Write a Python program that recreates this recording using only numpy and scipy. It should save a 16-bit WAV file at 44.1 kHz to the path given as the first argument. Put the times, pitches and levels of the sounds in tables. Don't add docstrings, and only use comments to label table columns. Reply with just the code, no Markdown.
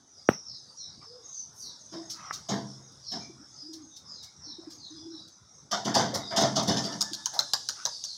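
import sys
import numpy as np
from scipy import signal
from scipy.fft import rfft, irfft, next_fast_len
from scipy.io import wavfile
from scipy.ndimage import uniform_filter1d, map_coordinates

SR = 44100
rng = np.random.default_rng(int(sys.argv[2]) if len(sys.argv) > 2 else 0)


def file_out(sig):
    cols = np.atleast_2d(sig).T
    lim = np.clip(cols, -1, 1)
    pcm = np.round(lim * 32767).astype(np.int16)
    wavfile.write(sys.argv[1], SR, pcm)


N = 360341
TIME = np.arange(N) / SR

# [t/s, rattle level/dB, clang level/dB, boom level/dB]
ROOF_BLOWS = [(1.9186, -48.5, -44.5, -49.5), (2.484, -32.5, -32, -29), (3.1107, -41, -46.5, -44),
              (3.137, -63, -48, -47.5), (5.709, -29, -31, -40.5), (5.845, -32, -30.5, -33),
              (5.939, -22, -24, -29.5), (5.9882, -35.5, -28, -31.5), (6.137, -48, -35.5, -36),
              (6.302, -44, -32, -44), (6.358, -22, -26, -31), (6.4024, -26.5, -27.5, -27.5),
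              (6.553, -27, -29, -29), (6.672, -25.5, -29, -24.5), (6.7618, -31, -39.5, -38),
              (6.832, -34.5, -40.5, -41), (6.9149, -41, -45, -42)]
# [f/Hz, relative level/dB per Hz]
RATTLE_SPECTRUM = [(1400, -65), (2650, -17.5), (3250, -2.5), (3980, -6.5), (5000, 2), (6150, -0.5),
                   (8000, -20.5), (10200, -30.5), (15800, -41)]
# [f/Hz, relative level/dB per Hz]
CLANG_SPECTRUM = [(250, -17), (400, -3.5), (480, -14.5), (690, 4.5), (790, -1.5), (1270, -6.5),
                  (2140, -13.5), (2570, -36), (3640, -9.5), (6160, -120)]
# [f/Hz, relative level/dB per Hz]
BOOM_SPECTRUM = [(40, -34), (110, 0.5), (170, 7), (370, 0), (600, -8), (1300, -50)]
# [f/Hz, level against the blow/dB, t60/s]
SHEET_MODES = [(128.9, -17, 1), (209.1, -6.5, .38), (291.4, -12, 0.61), (682, -8, 0.43), (956, -13, 0.4)]
# [t/s, clap peak level/dB, after-slap level against the clap/dB]
WING_BEATS = [(6.72, -42.5, -9), (6.86, -28, -11), (7.008, -12.5, -1.5), (7.133, -19.5, -2.5),
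              (7.2583, -12.5, -9), (7.3907, -8.5, -6.5), (7.5343, -7.5, -7.5), (7.688, -12, -6),
              (7.8527, -10, -6.5), (8.0388, -21.5, -3.5)]
# [f/Hz, relative level/dB per Hz]
FEATHER_SPECTRUM = [(1400, -84), (2600, -27), (3500, -10.5), (5360, -3.5), (6350, -5.5), (8400, -24),
                    (15800, -33)]
# [f/Hz, relative level/dB per Hz]
SWISH_SPECTRUM = [(30, -17), (130, -1), (300, -16.5), (700, 4), (1650, 3), (2200, -15), (4000, -58)]
# [f/Hz, relative level/dB]
FLIGHT_TONES = [(1790, -1), (1300, -17), (916, -4.5)]
# [t/s, length/s, centre f/Hz, level/dB]
HOLLOW_SOUNDS = [(1.006, 0.059, 1200, -55.5), (2.129, 0.28, 1270, -48), (6.13, 0.049, 555, -32.5),
                 (7.324, 0.075, 801, -41), (7.745, 0.11, 1350, -50.5)]
# [t/s, length/s, level/dB]
PLUMAGE_RUFFLES = [(1.503, 0.24, -60)]
# [t/s, level/dB, length as t60/s]
SCRATCHES_AND_RUSTLE = [(2.092, -37, 0.18), (2.322, -37, 0.17), (2.917, -61, 0.052), (3.726, -43.5, 0.13),
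                        (3.955, -48.5, 0.15), (4.223, -44.5, 0.14), (4.694, -48.5, 0.22),
                        (5.2744, -53.5, 0.086), (6.136, -29, 0.15), (6.624, -37, 0.086), (7.33, -39, 0.15)]
# [f/Hz, relative level/dB per Hz]
GRIT_SPECTRUM = [(2400, -35), (3500, -14.5), (4400, -7.5), (5700, -2), (9000, -28.5), (12000, -32.5)]
# [f/Hz, relative level/dB per Hz]
FIZZ_SPECTRUM = [(6000, -30), (8500, 1.5), (12000, -3.5), (15800, -14.5)]
# [t/s, length/s, top f/Hz, level/dB]
COO_NOTES = [(1.057, 0.18, 492, -52), (1.921, 0.11, 336, -40), (3.295, 0.018, 356, -42.5),
             (3.397, 0.04, 301, -50), (3.624, 0.23, 319.5, -44), (4.462, 0.055, 306, -48.5),
             (4.584, 0.018, 351, -39), (4.671, 0.022, 314, -37.5), (4.902, 0.1, 321, -45),
             (4.988, 0.205, 337.6, -44), (7.111, 0.018, 321, -39)]
# [t/s, start f/Hz, end f/Hz, level/dB]
SQUEAK_NOTES = [(0.251, 5790, 5244, -43.5), (0.43, 5680, 4750, -45), (0.463, 4850, 3750, -53),
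                (0.745, 5900, 5100, -46), (0.769, 4200, 3750, -51.5), (1.009, 5260, 4850, -51),
                (1.23, 6310, 6050, -51), (1.309, 6240, 5850, -41.5), (1.56, 6170, 5300, -46.5),
                (1.593, 5010, 3700, -48), (1.889, 5420, 4950, -50), (2.2, 5970, 5240, -50),
                (2.642, 5630, 4950, -53.5), (3.02, 5070, 3700, -48), (3.045, 5605, 4976, -39.5),
                (3.543, 5174, 4750, -47.5), (4.04, 5300, 4650, -48), (4.119, 4490, 3650, -55),
                (4.4, 5480, 5250, -46.5), (4.432, 4570, 3650, -51), (4.772, 4930, 3600, -49),
                (4.901, 4790, 5050, -51.5), (5.056, 5500, 5200, -53), (5.098, 4046, 3750, -52.5),
                (6.22, 5060, 4600, -45.5), (7.86, 5120, 4350, -44.5), (8.024, 4980, 3900, -44)]
# [t/s, f/Hz, level/dB]
PEEP_NOTES = [(3.171, 2325, -59), (3.87, 3690, -58), (4.19, 2144, -65), (4.9, 3440, -59), (6.17, 3720, -47)]
# [f/Hz, level against the ring setting/dB, t60/s]
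PECK_MODES = [(1285, 12.5, 0.021), (2010, -10, 0.11)]
# [t/s, rumble level/dB, hiss level/dB]
AMBIENCE_LEVELS = [(0, -64.5, -62), (2.4, -59, -56.5), (3.6, -61, -60), (4.5, -60, -62.5), (5.5, -64, -63),
                   (8.17, -61.5, -53.5)]
# [f/Hz, relative level/dB per Hz]
RUMBLE_SPECTRUM = [(25, -21.5), (100, 1.5), (200, -3.5), (450, -12.5), (1300, -13), (2300, -27),
                   (4000, -50.5)]
# [f/Hz, relative level/dB per Hz]
HISS_SPECTRUM = [(2400, -37), (3100, -21.5), (3700, -7), (4300, -16.5), (5100, -1.5), (6500, -6.5),
                 (7200, -17), (8000, -17), (10500, -25.5), (12000, -37.5), (15800, -46)]
# [f/Hz, t60/s]
YARD_DECAY = [(150, 0.61), (1500, 0.2), (5000, 0.46), (12000, 0.2)]

CRACKLE_DB = -24
FIZZ_DB = -18
BODY_DB, BODY_GROWS = -9.5, 1.91
WHISTLE_LAG_S, WHISTLE_S = 0.014, 0.11
WHISTLE_DB, STROKE_SWISH_DB = -45, -47.5
RECEDE_DB_PER_S, WHISTLE_SAG_PER_S = 24, .09
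TAKEOFF_S, RUSTLE_RISE_S, RUSTLE_DB = 6, 0.7, -50
ARCH_PER_HZ = 0.00033
SQUEAK_S = .125
KNOCK_S, TICK_S = .2893, 2.309
BOUNCE_S, BOUNCE_DB = 0.0026, -7
TOP_HZ = 15900


def roof():
    out, t = np.zeros(N), np.arange(SR) / SR
    for s, rattle_db, clang_db, boom_db in ROOF_BLOWS:
        buzz = noise(RATTLE_SPECTRUM, len(t), grain_db=2, patchy_db=3.5)
        crackle = noise(FIZZ_SPECTRUM, len(t), grain_db=6) * swell(t, rise=0.0056, t60=0.166)
        rattle = swell(t, rise=0.0089, t60=0.29) * buzz + amp(CRACKLE_DB) * crackle
        clang = swell(t, rise=0.019, t60=0.38) * noise(CLANG_SPECTRUM, len(t), grain_db=2, patchy_db=4)
        boom = swell(t, rise=0.024, t60=0.37) * noise(BOOM_SPECTRUM, len(t), patchy_db=3.5)
        clang_and_boom = amp(-1.5) * (amp(clang_db) * clang + amp(boom_db) * boom)
        ring = sheet_ring(t, clang_db, boom_db)
        add(out, s, amp(rattle_db) * rattle + clang_and_boom + ring)
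    return out


def sheet_ring(t, clang_db, boom_db):
    out = np.zeros(len(t))
    for hz, db, t60 in SHEET_MODES:
        shifted_hz = hz * rng.normal(1, .025)
        tone = whistle(np.full(len(t), shifted_hz), waver=.035)
        force_db = boom_db if hz < 500 else clang_db
        out += amp(force_db + db) * swell(t, rise=.02, t60=t60) * tone
    return out


def wing_claps():
    out, t = np.zeros(N), np.arange(SR // 6) / SR
    quill_pitches = rng.uniform(4700, 5800, len(WING_BEATS))
    for (s, db, after_db), hz in zip(WING_BEATS, quill_pitches):
        for delay, slap_db in [(0, 0), (0.007, after_db), (0.0155, 2 * after_db)]:
            quills = noise([(hz / 2, -50), (hz, 0), (2 * hz, -60)], len(t))
            vanes = noise(FEATHER_SPECTRUM, len(t), grain_db=5, patchy_db=5.5)
            snap = swell(t, rise=0.0004, t60=0.029) * (vanes + amp(-5) * quills)
            body = swell(t, rise=0.0017, t60=0.11) * noise(SWISH_SPECTRUM, len(t), patchy_db=6.5)
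            body_db = BODY_DB + BODY_GROWS * db + slap_db
            add(out, s + delay, amp(db + slap_db) * snap / np.abs(snap).max())
            add(out, s + delay, amp(body_db) * body / np.abs(body).max())
    return out


def flight():
    out, arch = np.zeros(N), half_sine(WHISTLE_S)
    for s, *_ in WING_BEATS:
        flown_s = s - WING_BEATS[0][0]
        pitch = np.full(len(arch), 1 - WHISTLE_SAG_PER_S * flown_s)
        tone = sum(amp(db) * whistle(hz * pitch, waver=.009) for hz, db in FLIGHT_TONES)
        air = amp(WHISTLE_DB) * tone + amp(STROKE_SWISH_DB) * noise(SWISH_SPECTRUM, len(arch))
        add(out, s + WHISTLE_LAG_S, amp(-RECEDE_DB_PER_S * flown_s) * arch * air)
    airborne = np.clip((TIME - TAKEOFF_S) / RUSTLE_RISE_S, 0, 1)
    rustle = amp(RUSTLE_DB + 0.34 * wobble(8.0, N)) * noise(HISS_SPECTRUM, N)
    return out + airborne * rustle


def hollow_sounds():
    out = np.zeros(N)
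    for s, length, hz, db in HOLLOW_SOUNDS:
        arch = half_sine(length)
        hollow = [(hz / 4, -24), (.75 * hz, -7), (hz, 0), (1.3 * hz, -10), (2.5 * hz, -20), (4 * hz, -50)]
        tone = whistle(np.full(len(arch), hz), waver=.04)
        add(out, s, amp(db) * arch * (noise(hollow, len(arch), patchy_db=6) + .5 * tone))
    return out


def ruffles():
    out = np.zeros(N)
    for s, length, db in PLUMAGE_RUFFLES:
        arch = np.hanning(round(length * SR))
        add(out, s, amp(db) * arch * noise(FIZZ_SPECTRUM, len(arch), grain_db=0.5))
    return out


def scratches_and_rustle():
    out, t = np.zeros(N), np.arange(SR // 4) / SR
    for s, db, length in SCRATCHES_AND_RUSTLE:
        grit = noise(GRIT_SPECTRUM, len(t), grain_db=2)
        fizz = noise(FIZZ_SPECTRUM, len(t), grain_db=3.5)
        stroke = swell(t, rise=.08 * length, t60=length)
        add(out, s, amp(db) * (grit + amp(FIZZ_DB) * fizz) * stroke)
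    return out


def coos():
    out = np.zeros(N)
    for s, length, top_hz, db in COO_NOTES:
        arch = half_sine(length)
        bend = ARCH_PER_HZ * top_hz * (1 - arch)
        hz = top_hz * (1 - bend + .033 * wobble(130, len(arch)))
        quaver = unit(amp(2.2 * wobble(90, len(arch))))
        tone = np.sin(2 * np.pi * np.cumsum(hz) / SR)
        add(out, s, amp(db) * quaver * np.sqrt(arch) * tone)
    return out


def squeaks(count=70, low_hz=4800, high_hz=6700, fall=0.093, faint_db=-56.0, spread_db=6):
    out = np.zeros(N)
    for s, start_hz, end_hz, db in SQUEAK_NOTES:
        add(out, s, amp(db) * squeak(start_hz, end_hz))
    for k, (when, high, weak) in enumerate(rng.random((count, 3))):
        s = (k + when) / count * N / SR
        hz = low_hz + (high_hz - low_hz) * high
        add(out, s, amp(faint_db - spread_db * weak) * squeak(hz, hz * (1 - fall)))
    return out


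def squeak(start_hz, end_hz):
    u = np.linspace(0, 1, round(SQUEAK_S * SR))
    trill_hz = rng.uniform(35, 70)
    trill = np.sin(2 * np.pi * trill_hz * SQUEAK_S * u + 2 * wobble(40, len(u)))
    glide = end_hz + (start_hz - end_hz) * (1 - u) ** 1.7
    hz = glide * (1 + .035 * trill)
    voice = whistle(hz, waver=.008) + .5 * whistle(hz, waver=.055)
    return np.sin(np.pi * u ** .7) * unit(amp(7 * trill)) * voice


def peeps():
    out, arch = np.zeros(N), np.hanning(round(.13 * SR))
    for s, hz, db in PEEP_NOTES:
        add(out, s, amp(db) * arch * whistle(np.full(len(arch), hz), waver=0.0212))
    return out


def knock(click_db=0, push_db=9, echo_db=-21):
    out, t = np.zeros(N), np.arange(SR // 4) / SR
    click = -np.exp(-((t - .0003) / .00017) ** 2)
    u = t / .00085
    push = amp(push_db) * (1 - np.exp(-(2 * u) ** 2)) * (1 - u) * np.exp(-u)
    snap = amp(-35.5) * swell(t, rise=0.000068, t60=0.013) * noise(FIZZ_SPECTRUM, len(t))
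    dull = noise([(200, 0.5), (1400, -6.5), (3000, -18.0), (7000, -33.0)], len(t), patchy_db=-3.0)
    scatter = amp(-30.5) * swell(t, rise=0.0009, t60=0.2) * dull
    add(out, KNOCK_S, amp(click_db) * click + snap + scatter)
    add(out, KNOCK_S + .00085, push)
    add(out, KNOCK_S + .0238, amp(echo_db) * push)
    return amp(2) * signal.sosfilt(signal.cheby1(2, 2, 140, "high", fs=SR, output="sos"), out)


def tick(low_hz=800, high_hz=2100, click_db=4, ring_db=-36):
    pulse, t = np.zeros(N), np.arange(SR // 10) / SR
    pulse[round(TICK_S * SR)] = amp(click_db)
    out = signal.sosfilt(signal.butter(6, [low_hz, high_hz], "band", fs=SR, output="sos"), pulse)
    for hz, db, t60 in PECK_MODES:
        add(out, TICK_S, amp(ring_db + db - 60 * t / t60) * np.sin(2 * np.pi * hz * t))
    return signal.sosfilt(signal.butter(10, 3100, fs=SR, output="sos"), out)


def background():
    rumble_db, hiss_db = curves(AMBIENCE_LEVELS)
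    rumble = amp(rumble_db + 2 * wobble(10, N)) * noise(RUMBLE_SPECTRUM, N, patchy_db=4)
    hiss = amp(hiss_db + 1.5 * wobble(8, N)) * noise(HISS_SPECTRUM, N, patchy_db=4)
    return rumble + bounced(hiss)


def yard(x):
    hz, t, z = signal.stft(rng.standard_normal(SR * 3 // 4), SR, nperseg=256)
    decay = amp(-60 * t / along(YARD_DECAY, hz)[:, None])
    tail = signal.istft(z * decay, SR, nperseg=256)[1]
    tail[:SR // 100] = 0
    return signal.fftconvolve(x, tail / np.linalg.norm(tail))[:N]


def bounced(x):
    out = x.copy()
    add(out, BOUNCE_S, amp(BOUNCE_DB) * x)
    return out / np.hypot(1, amp(BOUNCE_DB))


def whistle(hz, waver):
    pitch = hz * (1 + waver * wobble(350, len(hz)))
    tone = np.sin(2 * np.pi * np.cumsum(pitch) / SR)
    return unit(tone * amp(1.5 * wobble(200, len(hz))))


def noise(spectrum, size, grain_db=0, patchy_db=3):
    white = rng.standard_normal(size) * amp(grain_db * wobble(600, size))
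    z = signal.stft(white, nperseg=512)[2]
    patches = uniform_filter1d(rng.standard_normal(z.shape), size=2, axis=0)
    patches = unit(uniform_filter1d(patches, size=12, axis=1))
    patchy = signal.istft(z * amp(patchy_db * patches), nperseg=512)[1]
    m = next_fast_len(size)
    colour = amp(along(spectrum, np.fft.rfftfreq(m, 1 / SR)))
    return unit(irfft(rfft(patchy, m) * colour, m)[:size])


def swell(t, rise, t60):
    shape = (1 - np.exp(-(t / rise) ** 2)) * amp(-60 * t / t60)
    return shape / shape.max()


def half_sine(length):
    return np.sin(np.linspace(0, np.pi, round(length * SR)))


def wobble(rate, size):
    knots = rng.standard_normal(int(size * rate / SR) + 4)
    return map_coordinates(knots, [np.arange(size) * rate / SR])


def curves(rows):
    s, *cols = np.transpose(rows)
    return [np.interp(TIME, s, c) for c in cols]


def along(points, hz):
    f, v = np.transpose(points)
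    return np.interp(np.log(hz + 1), np.log(f + 1), v)


def amp(db):
    return 10 ** (np.asarray(db) / 20)


def unit(x):
    return x / np.sqrt(np.mean(x ** 2) + 1e-20)


def add(track, s, sound):
    part = track[max(round(s * SR), 0):][:len(sound)]
    part += sound[:len(part)]


def scene():
    birds = roof() + wing_claps() + flight() + hollow_sounds() + ruffles() + scratches_and_rustle() + coos()
    calls = squeaks() + peeps()
    near = birds + amp(-12.5) * yard(birds)
    far_calls = bounced(amp(-6) * calls + yard(calls))
    return (near + far_calls + knock() + tick() + background())[None]


def record(dry, low_cut_hz=60):
    thinned = signal.sosfilt(signal.butter(2, low_cut_hz, "high", fs=SR, output="sos"), dry)
    m = next_fast_len(N + SR // 2)
    in_band = np.fft.rfftfreq(m, 1 / SR) < TOP_HZ
    return irfft(rfft(thinned, m) * in_band, m)[:, :N]


dry = scene()
out = record(dry)
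file_out(out)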